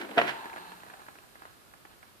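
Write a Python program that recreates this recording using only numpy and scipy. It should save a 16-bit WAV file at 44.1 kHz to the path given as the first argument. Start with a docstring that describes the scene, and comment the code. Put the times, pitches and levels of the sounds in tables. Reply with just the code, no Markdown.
"""A hollow clunk and a plastic scrape, over a rush of water that thins out to single dull pops.
An electric kettle, just off the boil, is set down: knocks ring damped body modes and crack as noise,
the scrape and the rush are coloured random clicks, and collapsing steam pops as short rings and noise.
A small kitchen and faint hiss surround it, heard from close by with a pair of microphones."""
import sys
import numpy as np
from scipy import signal
from scipy.fft import rfft, irfft
from scipy.io import wavfile

SR = 44100
rng = np.random.default_rng(int(sys.argv[2]) if len(sys.argv) > 2 else 0)


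def master(y):
    """Save y as 16-bit WAV."""
    cut = np.clip(np.atleast_2d(y).T, -1, 1)
    pcm = np.round(cut * 32767)  # scale
    wavfile.write(sys.argv[1], SR, pcm.astype(np.int16))


N = 97020

# delay at the right microphone: longer for rush and pops, shorter for cracks, scrapes and singing
LONG_LAG_S, SHORT_LAG_S = 0.000377, 0.00021
WATER_PAN_DB = -3  # rush and pops


def undb(db):
    """Decibels to gain."""
    return 10 ** (np.asarray(db) / 20)


def unit(x):
    """Scale to rms 1."""
    return x / np.sqrt(np.mean(x ** 2))


def clock():
    """Time of every sample [s]."""
    return np.arange(N) / SR


def noise():
    """Two independent streams of white noise."""
    return rng.standard_normal((2, N))


def curve(rows):
    """Gain along (time [s], level [dB]) points."""
    return undb(np.interp(clock(), *np.array(rows).T))


def fade(start_s, life_s):
    """Sudden onset with an exponential decay."""
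    age_s = clock() - start_s
    return (age_s >= 0) * np.exp(-np.abs(age_s) / life_s)


def ring(hz, life_s, start_s=0):
    """A damped sine."""
    return fade(start_s, life_s) * np.sin(2 * np.pi * hz * (clock() - start_s))


def convolve(x, response):
    """Pass a sound through an impulse response."""
    return signal.fftconvolve(np.atleast_2d(x), np.atleast_2d(response), axes=1)[:, :N]


def colour(x, points, size=4096):
    """Minimum-phase filter of unit power through (frequency [Hz], level [dB]) points."""
    hz, db = np.array(points).T
    grid_hz = np.maximum(np.arange(size // 2 + 1) * SR / size, 1)
    gain = undb(np.interp(np.log(grid_hz), np.log(hz), db))
    # folding the cepstrum forward makes the filter causal
    cepstrum = irfft(np.log(gain))
    cepstrum[1:size // 2] *= 2
    cepstrum[size // 2 + 1:] = 0
    response = irfft(np.exp(rfft(cepstrum)))
    return convolve(x, response / np.linalg.norm(response))


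def clicks(per_s, spread_db):
    """Two streams of random clicks of uneven size, with mean power near 1."""
    chance = np.clip(per_s / SR, 1e-6, 1)
    excess = np.minimum(rng.exponential(size=(2, N)), np.pi)
    size = unit(undb(spread_db * excess))
    happens = rng.random((2, N)) < chance
    sign = rng.choice([-1, 1], (2, N))
    return happens * sign * size / np.sqrt(chance)


def pan(db):
    """Left and right gains for a level difference; positive is louder on the left."""
    return undb(np.array([[.5], [-.5]]) * db)


def place(x, pan_db, lag_s):
    """The sound reaches the left microphone first; towards the treble the two hear less alike."""
    likeness, spread_hz = 0.56, 300  # likeness the treble tends to
    hz = np.arange(N // 2 + 1) * SR / N
    shared = 1 - (1 - likeness) * hz ** 2 / (hz ** 2 + spread_hz ** 2)
    common = shared * rfft(x[0]) * np.exp(-2j * np.pi * hz * lag_s)
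    separate = np.sqrt(1 - shared ** 2) * rfft(x[1])
    return np.array([x[0], irfft(common + separate, N)]) * pan(pan_db)


def place_tone(x, pan_db, lag_s):
    """The same tone at both microphones, later at the right one."""
    right = np.interp(clock() - lag_s, clock(), x)
    return np.array([x, right]) * pan(pan_db)


def low_cut(x):
    """The small kettle radiates almost no deep bass."""
    return signal.sosfilt(signal.butter(4, 148, "high", fs=SR, output="sos"), x)


def background():
    """Steady room noise, and a fine hiss that swells briefly and then sinks as the water settles."""
    # colour of the room noise (frequency [Hz], level [dB per Hz])
    floor_colour = [(18, -32), (30, -8), (87, 1.5), (165, -1.5), (722, -6.5), (1010, -11), (1120, -5.5),
                    (1310, -6), (1930, -10.5), (4770, -14), (6180, -20), (11200, -16), (14500, -18.5)]
    # treble hiss (time [s], level [dB])
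    hiss_level = [(0, -61), (.3, -57.5), (.7, -59.5), (1.0, -61), (1.4, -65.5), (2.2, -68.5)]
    # its colour (frequency [Hz], level [dB per Hz])
    hiss_colour = [(1000, -15), (4000, -7), (7500, -0.5), (14000, -2)]
    floor_db, floor_pan_db = -58, -2
    room = colour(noise(), floor_colour) * undb(floor_db) * pan(floor_pan_db)
    return room + curve(hiss_level) * colour(noise(), hiss_colour)


def boil():
    """Collapsing steam bubbles, rarer and softer as the boil weakens, and resonances singing as noise bands."""
    # strength of the boil (time [s], level [dB])
    boil_level = [(0, -51), (.3, -45.5), (.41, -46), (.47, -47.5), (.55, -52), (.58, -46), (.71, -48.5),
                  (.76, -52), (.92, -52.5), (1.05, -55.5), (1.3, -63), (1.47, -55.5), (1.6, -66.5),
                  (1.82, -67.5), (1.92, -56.5), (2.0, -71), (2.08, -60), (2.2, -74)]
    # bubbles heard through the kettle wall (frequency [Hz], level [dB])
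    wall_colour = [(50, -46), (100, -29), (170, -5), (350, 5.5), (520, -6), (760, 9), (1150, 7.5),
                   (1450, 4.5), (1670, 8.5), (2000, -4), (2650, -1), (3400, -5.5), (4200, 0.5),
                   (5500, -26.5), (14000, -37.5)]
    # singing resonances (frequency [Hz], width [Hz], level at start [dB], start [s], end [s])
    singing = [(910.3, 32, -45.5, 0.33, 0.733), (860, 90, -62, 0.42, 0.51), (1010, 58, -50.5, 0.41, 0.48),
               (368, 21, -53.5, 0.2, 0.69), (4170, 210, -61, 0.677, 0.696), (184.4, 19, -63, .55, 1.17),
               (764, 120, -58.5, 0.907, 1.03)]
    peak_bubbles_per_s, spread_db, rate_db_per_decade, rush_db = 2900, 1.5, 25.5, -2
    sing_fade_s, sing_sag_db_per_s, sing_pan_db = 0.023, -21.5, 2.5

    t, strength = clock(), curve(boil_level)
    per_s = peak_bubbles_per_s * (strength / strength.max()) ** (20 / rate_db_per_decade)
    rush = colour(undb(rush_db) * strength * clicks(per_s, spread_db), wall_colour)
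    song = 0
    for hz, width_hz, db, start_s, end_s in singing:
        outside_s = np.maximum(np.maximum(start_s - t, t - end_s), 0)
        level = undb(db + sing_sag_db_per_s * (t - start_s))
        swell = np.exp(-outside_s / sing_fade_s) * level
        tone = convolve(rng.standard_normal(N), ring(hz, 1 / (np.pi * width_hz)))[0]
        song = song + swell * unit(tone)
    return place(rush, WATER_PAN_DB, LONG_LAG_S) + place_tone(song, sing_pan_db, SHORT_LAG_S)


def sliding():
    """The foot sticks and slips over the base: a low rub and swelling scrapes, both of random clicks."""
    # low rub of the foot (time [s], level [dB])
    rub_level = [(0, -42), (.05, -44), (.08, -48), (.105, -44), (.117, -38), (.135, -53), (.165, -36.5),
                 (.245, -38.5), (.29, -53), (.34, -64), (.45, -74.5)]
    # its colour (frequency [Hz], level [dB])
    rub_colour = [(50, -54), (150, -42), (195, -1), (230, -3), (350, 5), (520, -7.5), (680, -7.5),
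                  (930, -5), (1300, -25), (4000, -34.5)]
    # scrapes (peak time [s], level [dB], rise [s], fall [s])
    scrapes = [(0.016, -37, 0.015, 0.017), (0.167, -51, 0.045, 0.046), (0.224, -45, 0.042, 0.027),
               (0.292, -30.5, 0.027, 0.018), (.365, -53, 0.0074, 0.023)]
    # scraping plastic (frequency [Hz], level [dB])
    scrape_colour = [(50, -69), (130, -8.5), (350, -1.5), (700, 0.5), (1150, 0.5), (1550, 8.5), (2100, 4),
                     (3000, -0.5), (4500, -9.5), (6200, -18.5), (14000, -26)]

    t, force = clock(), 0
    for peak_s, db, rise_s, fall_s in scrapes:
        force = force + undb(db) * np.exp(-np.maximum((peak_s - t) / rise_s, (t - peak_s) / fall_s))
    scrape = colour(force * clicks(per_s=1600, spread_db=2.5), scrape_colour)
    rub = colour(curve(rub_level) * clicks(per_s=1500, spread_db=0), rub_colour)
    return place(scrape, -4.5, SHORT_LAG_S) + place(rub, 3.5, SHORT_LAG_S)


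def set_down():
    """Each knock rings the damped modes of the kettle's body and gives a short plastic crack."""
    # knocks of the kettle on its base (time [s], body level [dB], crack level [dB])
    knocks = [(0.0105, -69, -54), (0.0236, -57.5, -51), (0.0477, -50.5, -39), (0.09, -66, -39),
              (.111, -46, -36.5), (0.17, -64.5, -32.5), (.175, -20, -29), (.1793, -22.5, -15.5),
              (0.1823, -22, -25.5), (.188, -27, -21), (.1966, -35, -26), (0.2145, -54, -19),
              (0.287, -38, -29), (0.2954, -47, -28)]
    # modes of the filled kettle on its base (frequency [Hz], level [dB], t60 [s])
    body_modes = [(133.4, -24.5, 0.47), (236.4, -21.5, 0.19), (377, -49, .2), (448.3, -7.5, .12),
                  (545, -10, 0.11), (697, 3, 0.075), (757, -19, 0.044), (902, -11.5, 0.077),
                  (1140, -18, 0.24), (1360, -24, 0.15), (1370, -15, 0.1), (1574, -10, 0.3),
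                  (1730, -30, .14), (1923, -18, 0.24), (2610, -32, .14)]
    # contact crack (frequency [Hz], level [dB])
    crack_colour = [(50, -105), (110, -46), (250, -13), (600, 8.5), (1000, -0.5), (1600, 4.5), (2700, -1),
                    (3600, -9), (5000, -23), (6200, -28), (14000, -45)]
    crack_s, contact_s = 0.006, 0.0001  # decay constants
    body_pan_db_per_octave, crack_pan_db = -1, -3.5

    push = sum(undb(db) * fade(s, contact_s) for s, db, _ in knocks) / (contact_s * SR)
    response = 0
    for hz, db, t60_s in body_modes:
        octaves = max(np.log2(hz / 350), 0)  # the bass stays central
        gains = undb(db) * pan(body_pan_db_per_octave * octaves)
        response = response + gains * ring(hz, t60_s / np.log(1000))
    body = low_cut(convolve(push, response))
    contact = sum(undb(db) * fade(s, crack_s) for s, _, db in knocks)
    crack = colour(contact * noise(), crack_colour)
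    return body + place(crack, crack_pan_db, SHORT_LAG_S)


def pops():
    """A large bubble rings for a few cycles and shakes the kettle wall, heard as a noise burst."""
    # single steam pops (time [s], relative level [dB], pitch [Hz])
    steam_pops = [(.443, -37, 920), (.456, -31.5, 413), (.497, -36, 1760), (.53, -38.5, 2390),
                  (.537, -40, 908), (0.5606, -33, 900), (.569, -39, 2170), (.579, -38.5, 820),
                  (.718, -36.5, 1640), (.804, -45.5, 2580), (.833, -42, 1700), (.865, -45, 820),
                  (.883, -49, 1610), (.899, -40.5, 790), (.909, -55, 726), (.937, -39.5, 1500),
                  (.975, -55, 750), (.995, -44.5, 790), (1.003, -50, 745), (1.017, -46.5, 674),
                  (1.064, -44.5, 885), (1.083, -44, 1760), (1.085, -40.5, 780), (1.154, -44, 1350),
                  (1.186, -44, 2520), (1.237, -47.5, 1220), (1.355, -43.5, 1660), (1.4204, -42, 1670),
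                  (1.434, -44.5, 715), (1.453, -40, 1100), (1.616, -55.5, 980), (1.712, -53, 1520),
                  (1.737, -45, 1700), (1.851, -42, 1070), (2.028, -44.5, 2180), (2.03, -56, 1490)]
    # the shaken wall (frequency [Hz], level [dB])
    pop_colour = [(100, -24), (330, 1), (520, -2), (760, 5.5), (1250, 2), (1670, 5.5), (2100, -3.5),
                  (2700, -10), (3400, -14.5), (5500, -23), (14000, -33)]
    shake_s, ring_s, attack_s, ring_db = 0.0048, 0.001, 0.00031, 6

    tone, shake = 0, 0
    for s, db, hz in steam_pops:
        # subtracting a faster decay softens the onset
        tone = tone + undb(db) * (ring(hz, ring_s, s) - ring(hz, attack_s, s))
        shake = shake + undb(db) * (fade(s, shake_s) - fade(s, attack_s))
    splash = place(colour(shake * noise(), pop_colour), WATER_PAN_DB, LONG_LAG_S)
    return undb(ring_db) * place_tone(tone, WATER_PAN_DB, LONG_LAG_S) + splash


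def kitchen(x, wet_db):
    """A short dull tail from the kitchen's walls: decaying band-limited noise."""
    t60_s, band_hz = 0.6, [200, 5400]
    tail = noise() * fade(0.003, t60_s / np.log(1000))
    band = signal.butter(1, band_hz, "band", fs=SR, output="sos")
    response = signal.sosfilt(band, tail / np.linalg.norm(tail[0]))
    return x + undb(wet_db) * convolve(x, response)


def scene():
    """Kettle and water in the kitchen."""
    water = kitchen(low_cut(boil() + pops()), wet_db=-8.5)
    kettle = kitchen(sliding() + set_down(), wet_db=-9.5)
    return background() + water + kettle


def record(dry):
    """The recorder cuts the top."""
    return signal.sosfilt(signal.ellip(12, .2, 80, 14600, fs=SR, output="sos"), dry)


dry = scene()
out = record(dry)
master(out)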